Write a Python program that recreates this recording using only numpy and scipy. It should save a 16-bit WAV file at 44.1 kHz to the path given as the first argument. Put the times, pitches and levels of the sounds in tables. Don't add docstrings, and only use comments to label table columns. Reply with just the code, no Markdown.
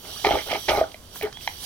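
import sys
import numpy as np
from scipy import signal
from scipy.fft import rfft, irfft
from scipy.io import wavfile
from scipy.ndimage import uniform_filter1d

SR = 44100
rng = np.random.default_rng(int(sys.argv[2]) if len(sys.argv) > 2 else 0)


def ratio(d):
    e = np.asarray(d, float) / 20
    return 10 ** e


def to_wav(sig):
    pcm = np.clip(np.atleast_2d(sig), -1, 1) * 32767
    pcm = np.round(pcm).astype(np.int16)
    wavfile.write(sys.argv[1], SR, pcm.T)


N = 72765

# (frequency [Hz], relative level per Hz [dB])
HUM = [(25, 2), (62, 7), (300, -5.5), (1000, -11.5), (2200, -20.5), (10000, -19), (16000, -35)]
HUM_DB = -48
# (frequency [Hz], likeness [0 to 1])
LIKENESS = [(100, .93), (1000, .6), (10000, .3)]

# (time [s], level of the nasal band [dB], level of the treble [dB])
NOSE = [(0, -50.5, -48), (.1, -38.5, -39), (.67, -38, -41), (.71, -35.5, -35), (.79, -42, -40),
        (.83, -45, -50.5), (1., -57.5, -54.5), (1.12, -50, -53), (1.16, -43, -36.5), (1.2, -44.5, -41.5),
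        (1.3, -53, -57.5), (1.39, -51, -51.5), (1.42, -41, -42), (1.58, -44, -44.5), (1.65, -38, -33)]
# (frequency [Hz], width [Hz], relative level [dB])
NOSTRILS = [(3150, 570, -1.5), (3950, 1230, -5), (4755, 193, -1.5), (5773, 460, -0.5)]
# (frequency [Hz], relative level per Hz [dB])
TREBLE = [(7000, -5.5), (8000, -5), (10000, -1.5), (16000, -2.5)]

# (time [s], level of middle modes [dB], upper modes above it [dB])
SHOVES = [
    [(.04, -46.5, -3), (.14, -48.5, -20), (.23, -53.5, -30)],
    [(.243, -25.5, -4), (.255, -21.5, -0.5), (.303, -29, -8), (.315, -23, -2.5), (.35, -25.5, -8.5),
     (.39, -36, 3.5), (.425, -43.5, 5.5)],
    [(.462, -40.5, -12), (.495, -34.5, 3), (.53, -33.5, 4.5), (.565, -30.5, -1), (.59, -47, -16)],
    [(.682, -32.5, -2), (.692, -21.5, 2.5), (.735, -24.5, -11.5), (.785, -26.5, -3), (.808, -28.5, -7),
     (.85, -38.5, -19), (.9, -51, -9)],
    [(1.222, -37.5, 1), (1.272, -35.5, -8.5), (1.3, -49.5, -2)],
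]
# (frequency [Hz], width [Hz], relative level [dB])
STAND = [(303, 31, -6), (411, 49.5, 7), (567, 109, 0.5), (643.3, 28.5, -1.5), (812, 71.4, 5.5),
         (869, 133, -1.5), (1222, 86, -0.5), (1447, 97, -3), (1813, 196, -1.5), (2118, 83, -3),
         (2277, 153, 1.5), (3150, 362, 6), (4040, 243, -2.5), (4930, 1130, 3), (5670, 300, -5.5)]
MIDDLE_FROM_HZ, UPPER_FROM_HZ = 520, 1600
LOW_DB = -5.5
SOFT = 5
SLIPS_PER_S, SLIP_SPREAD_DB = 1700, 3.
MODE_SPREAD_DB, WANDER_DB = 4., 4.
BOOM_HZ, BOOM_WIDTH_HZ, BOOM_DB = 69.3, 6.5, -13.5

REFLECTIONS_DB, REFLECTIONS_T60_S, REFLECTIONS_GAP_S = -10.5, 0.18, 0.0033

# (time [s], peak [dB], struck mode [Hz], hardness [dB])
KNOCKS = [(0.247, -4.5, 850, -2.5), (0.268, -9, 388, 0.5), (.289, -9.5, 840, -11), (.556, -14, 820, -7.5),
          (0.685, -7, 804, 4.5), (.812, -6, 601, -24), (0.838, -28, 1447, -25), (0.943, -26, 685, 1.5),
          (1.211, -21.5, 660, 5), (1.271, -30, 790, -20), (1.371, -28.5, 825, 10), (1.475, -8, 901, 1.5)]
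KNOCK_OCTAVES = 0.13
HARD_DAMPING_HZ = 42
CONTACT_S, KNOCK_SPREAD_DB = .003, 3.

# (time [s], peak [dB])
THUDS = [(0.309, -10.5), (.329, -16), (.353, -15.5), (.510, -19.5), (.529, -12.5), (.710, -13.5),
         (.718, -13), (.760, -21), (.775, -13), (.781, -12), (.789, -15)]
THUD_HZ, THUD_WIDTH_HZ = 660, 330

# (time [s], level before the decay [dB], centre frequency [Hz])
TICKS = [(.917, -37.5, 3600), (1.158, -36.5, 1280), (1.224, -26, 2450), (1.229, -29, 12800),
         (1.326, -38, 1614), (1.327, -35.5, 4450), (1.41, -39, 2580)]
TICK_OCTAVES, TICK_ATTACK_S = 0.6, 0.00021
TICK_DECAY_S = .009

SMACK_S, SMACK_LENGTH_S, SMACK_HZ, SMACK_END_HZ = 1.226, .085, 2500, 1550
SMACK_DB = -38

GROAN_S, GROAN_LENGTH_S, GROAN_HZ, GROAN_PEAK_DB = 1.228, 0.0321, 422.6, -19.5

# (time [s], frequency before the wobble [Hz], peak level [dB])
WHISTLE = [(1.335, 3150, -48), (1.37, 3390, -36.5), (1.415, 3370, -55)]

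# (frequency [Hz], left minus right [dB])
PORT_BALANCE = [(300, -0.5), (1500, -2), (5000, -11), (14000, -3.5)]
LEAD_RAD, LEAD_HZ = 1.66, 1350
EDGE_HZ = 15900


def evened(x):
    return x / np.sqrt(np.mean(x ** 2) + 1e-20)


def read(points, hz):
    f, value = np.transpose(points)
    return np.interp(np.log(hz + 1), np.log(f + 1), value)


def curve(rows, column, silent=None):
    rows = np.array(rows)
    return np.interp(np.arange(N) / SR, rows[:, 0], rows[:, column], silent, silent)


def ring(x, hz, width):
    radius = np.exp(-np.pi * width / SR)
    angle = 2 * np.pi * hz / SR
    return signal.lfilter([0, np.sin(angle)], [1, -2 * radius * np.cos(angle), radius ** 2], x)


def hiss(gain, patchy_db):
    frames, hz = N // 128 + 5, np.fft.rfftfreq(512, 1 / SR)
    a, b, c, d, patches = rng.standard_normal((frames, 257, 5)).T
    patches = uniform_filter1d(patches, size=5, axis=0)
    patches = evened(uniform_filter1d(patches, size=14, axis=1))
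    same = np.clip(read(LIKENESS, hz), -1, 1)[:, None]
    left = a + 1j * b
    right = same * left + np.sqrt(1 - same ** 2) * (c + 1j * d)
    spectra = np.array([left, right]) * ratio(patchy_db * patches)
    noise = signal.istft(spectra, nperseg=512, noverlap=384)[1][:, :N]
    return evened(irfft(rfft(noise) * gain(np.fft.rfftfreq(N, 1 / SR)), N))


def room_hum():
    return ratio(HUM_DB) * hiss(lambda hz: ratio(read(HUM, hz)), patchy_db=-0.5)


def nostrils(hz):
    return sum(ratio(db) / (1 + abs(2 * (hz - f) / width) ** 3) for f, width, db in NOSTRILS)


def nose():
    nasal = ratio(curve(NOSE, 1)) * hiss(nostrils, patchy_db=1.2)
    fizz = ratio(curve(NOSE, 2)) * hiss(lambda hz: ratio(read(TREBLE, hz)), patchy_db=3.5)
    return nasal + fizz


def judder():
    level, hard = (sum(ratio(curve(shove, column, -120)) for shove in SHOVES) for column in (1, 2))
    strength = ratio(SLIP_SPREAD_DB * np.minimum(rng.exponential(1, N), 3))
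    slips = strength * (rng.random(N) < SLIPS_PER_S / SR)
    groups = np.zeros((3, 2, N))
    for hz, width, db in STAND:
        *own, slow = rng.standard_normal((3, N))
        wander = evened(uniform_filter1d(slow, size=700))
        share = ratio(db + MODE_SPREAD_DB * np.array(own) + WANDER_DB * wander)
        strikes = slips * share * rng.choice([-1., 1.], N)
        mode = ring(ring(strikes, hz, width), hz, SOFT * width)
        groups[int(hz > MIDDLE_FROM_HZ) + int(hz > UPPER_FROM_HZ)] += width * mode
    low, middle, upper = (evened(group) for group in groups)
    boom = ratio(BOOM_DB) * evened(ring(rng.standard_normal(N), BOOM_HZ, BOOM_WIDTH_HZ))
    shaken = level * (ratio(LOW_DB) * low + middle + hard * upper)
    return shaken + uniform_filter1d(level, size=1500) * boom


def reflections(x):
    t = np.arange(SR // 4) / SR
    draw = rng.standard_normal((2, len(t)))
    taps = np.sign(draw) * (abs(draw) > 2)
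    taps *= ratio(-60 * t / REFLECTIONS_T60_S) * np.clip(t / REFLECTIONS_GAP_S - 1, 0, 1)
    return signal.fftconvolve(x[None], taps / np.linalg.norm(taps[0]), axes=1)[:, :N]


def knocks():
    out, t = np.zeros(N), np.arange(4000) / SR
    spreads = rng.standard_normal((len(KNOCKS), len(STAND)))
    for (s, peak_db, struck_hz, hard_db), spread in zip(KNOCKS, spreads):
        sound = np.zeros(len(t))
        for (hz, width, db), u in zip(STAND, spread):
            if hz > UPPER_FROM_HZ:
                gain = ratio(db + hard_db + KNOCK_SPREAD_DB * u)
            else:
                gain = np.exp(-(np.log2(hz / struck_hz) / KNOCK_OCTAVES) ** 2)
            decay = np.exp(-np.pi * (width + HARD_DAMPING_HZ * ratio(hard_db)) * t)
            sound += gain * decay * np.sin(2 * np.pi * hz * t)
        sound *= np.sin(np.pi / 2 * np.minimum(t / CONTACT_S, 1)) ** 2
        part = out[round(s * SR):][:len(t)]
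        part += (ratio(peak_db) * sound / abs(sound).max())[:len(part)]
    return out


def thuds():
    pushes = np.zeros(N)
    for (s, peak_db), u in zip(THUDS, rng.standard_normal(len(THUDS))):
        pushes[round(s * SR)] = ratio(peak_db) * np.sign(u)
    both = [pushes, signal.unit_impulse(N)]
    rung = ring(ring(both, THUD_HZ, THUD_WIDTH_HZ), THUD_HZ, THUD_WIDTH_HZ)
    sound, unit = np.gradient(rung, axis=1)
    return sound / abs(unit).max()


def ticks():
    out, t = np.zeros(N), np.arange(2048) / SR
    hz = np.fft.rfftfreq(len(t), 1 / SR) + 1
    noises = rng.standard_normal((len(TICKS), len(t)))
    for (s, level_db, centre_hz), noise in zip(TICKS, noises):
        band = irfft(rfft(noise) * np.exp(-(np.log2(hz / centre_hz) / TICK_OCTAVES) ** 2))
        envelope = ratio(level_db - 20 * t / TICK_DECAY_S) * np.minimum(t / TICK_ATTACK_S, 1)
        part = out[round(s * SR):][:len(t)]
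        part += (envelope * evened(band))[:len(part)]
    return out


def smack():
    u = np.clip((np.arange(N) / SR - SMACK_S) / SMACK_LENGTH_S, 0, 1)
    hz = SMACK_END_HZ + (SMACK_HZ - SMACK_END_HZ) * (1 - u) ** 2
    wet = 1 + evened(uniform_filter1d(rng.standard_normal(N), size=110))
    tone = np.sin(2 * np.pi * np.cumsum(hz) / SR)
    return ratio(SMACK_DB) * (u > 0) * (1 - u) * wet * tone


def groan():
    u = np.clip((np.arange(N) / SR - GROAN_S) / GROAN_LENGTH_S, 0, 1)
    phase = 2 * np.pi * GROAN_HZ * GROAN_LENGTH_S * u
    return ratio(GROAN_PEAK_DB) * np.sin(np.pi * u) * np.sin(phase)


def whistle():
    wobble = 1 + 0.00996 * evened(uniform_filter1d(rng.standard_normal(N), 120))
    phase = 2 * np.pi * np.cumsum(curve(WHISTLE, 1) * wobble) / SR
    return ratio(curve(WHISTLE, 2, -120)) * np.sin(phase)


def scene():
    shake = judder()
    near = knocks() + thuds() + ticks() + smack() + groan() + whistle()
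    reflected = ratio(REFLECTIONS_DB) * reflections(near + shake.mean(0))
    return room_hum() + nose() + shake + near + reflected


def low_pass(x):
    return signal.sosfilt(signal.butter(12, 16910, fs=SR, output="sos"), x)


def record(dry):
    hz = np.fft.rfftfreq(N, 1 / SR)
    lead = LEAD_RAD * hz ** 2 / (hz ** 2 + LEAD_HZ ** 2)
    tilt = ratio(read(PORT_BALANCE, hz) / 2) * np.exp(.5j * lead)
    ports = np.array([tilt, 1 / tilt])
    ports *= (hz < EDGE_HZ) / np.sqrt((abs(ports) ** 2).mean(0))
    mix = irfft(rfft(dry) * ports, N)
    return low_pass(mix)


dry = scene()
out = record(dry)
to_wav(out)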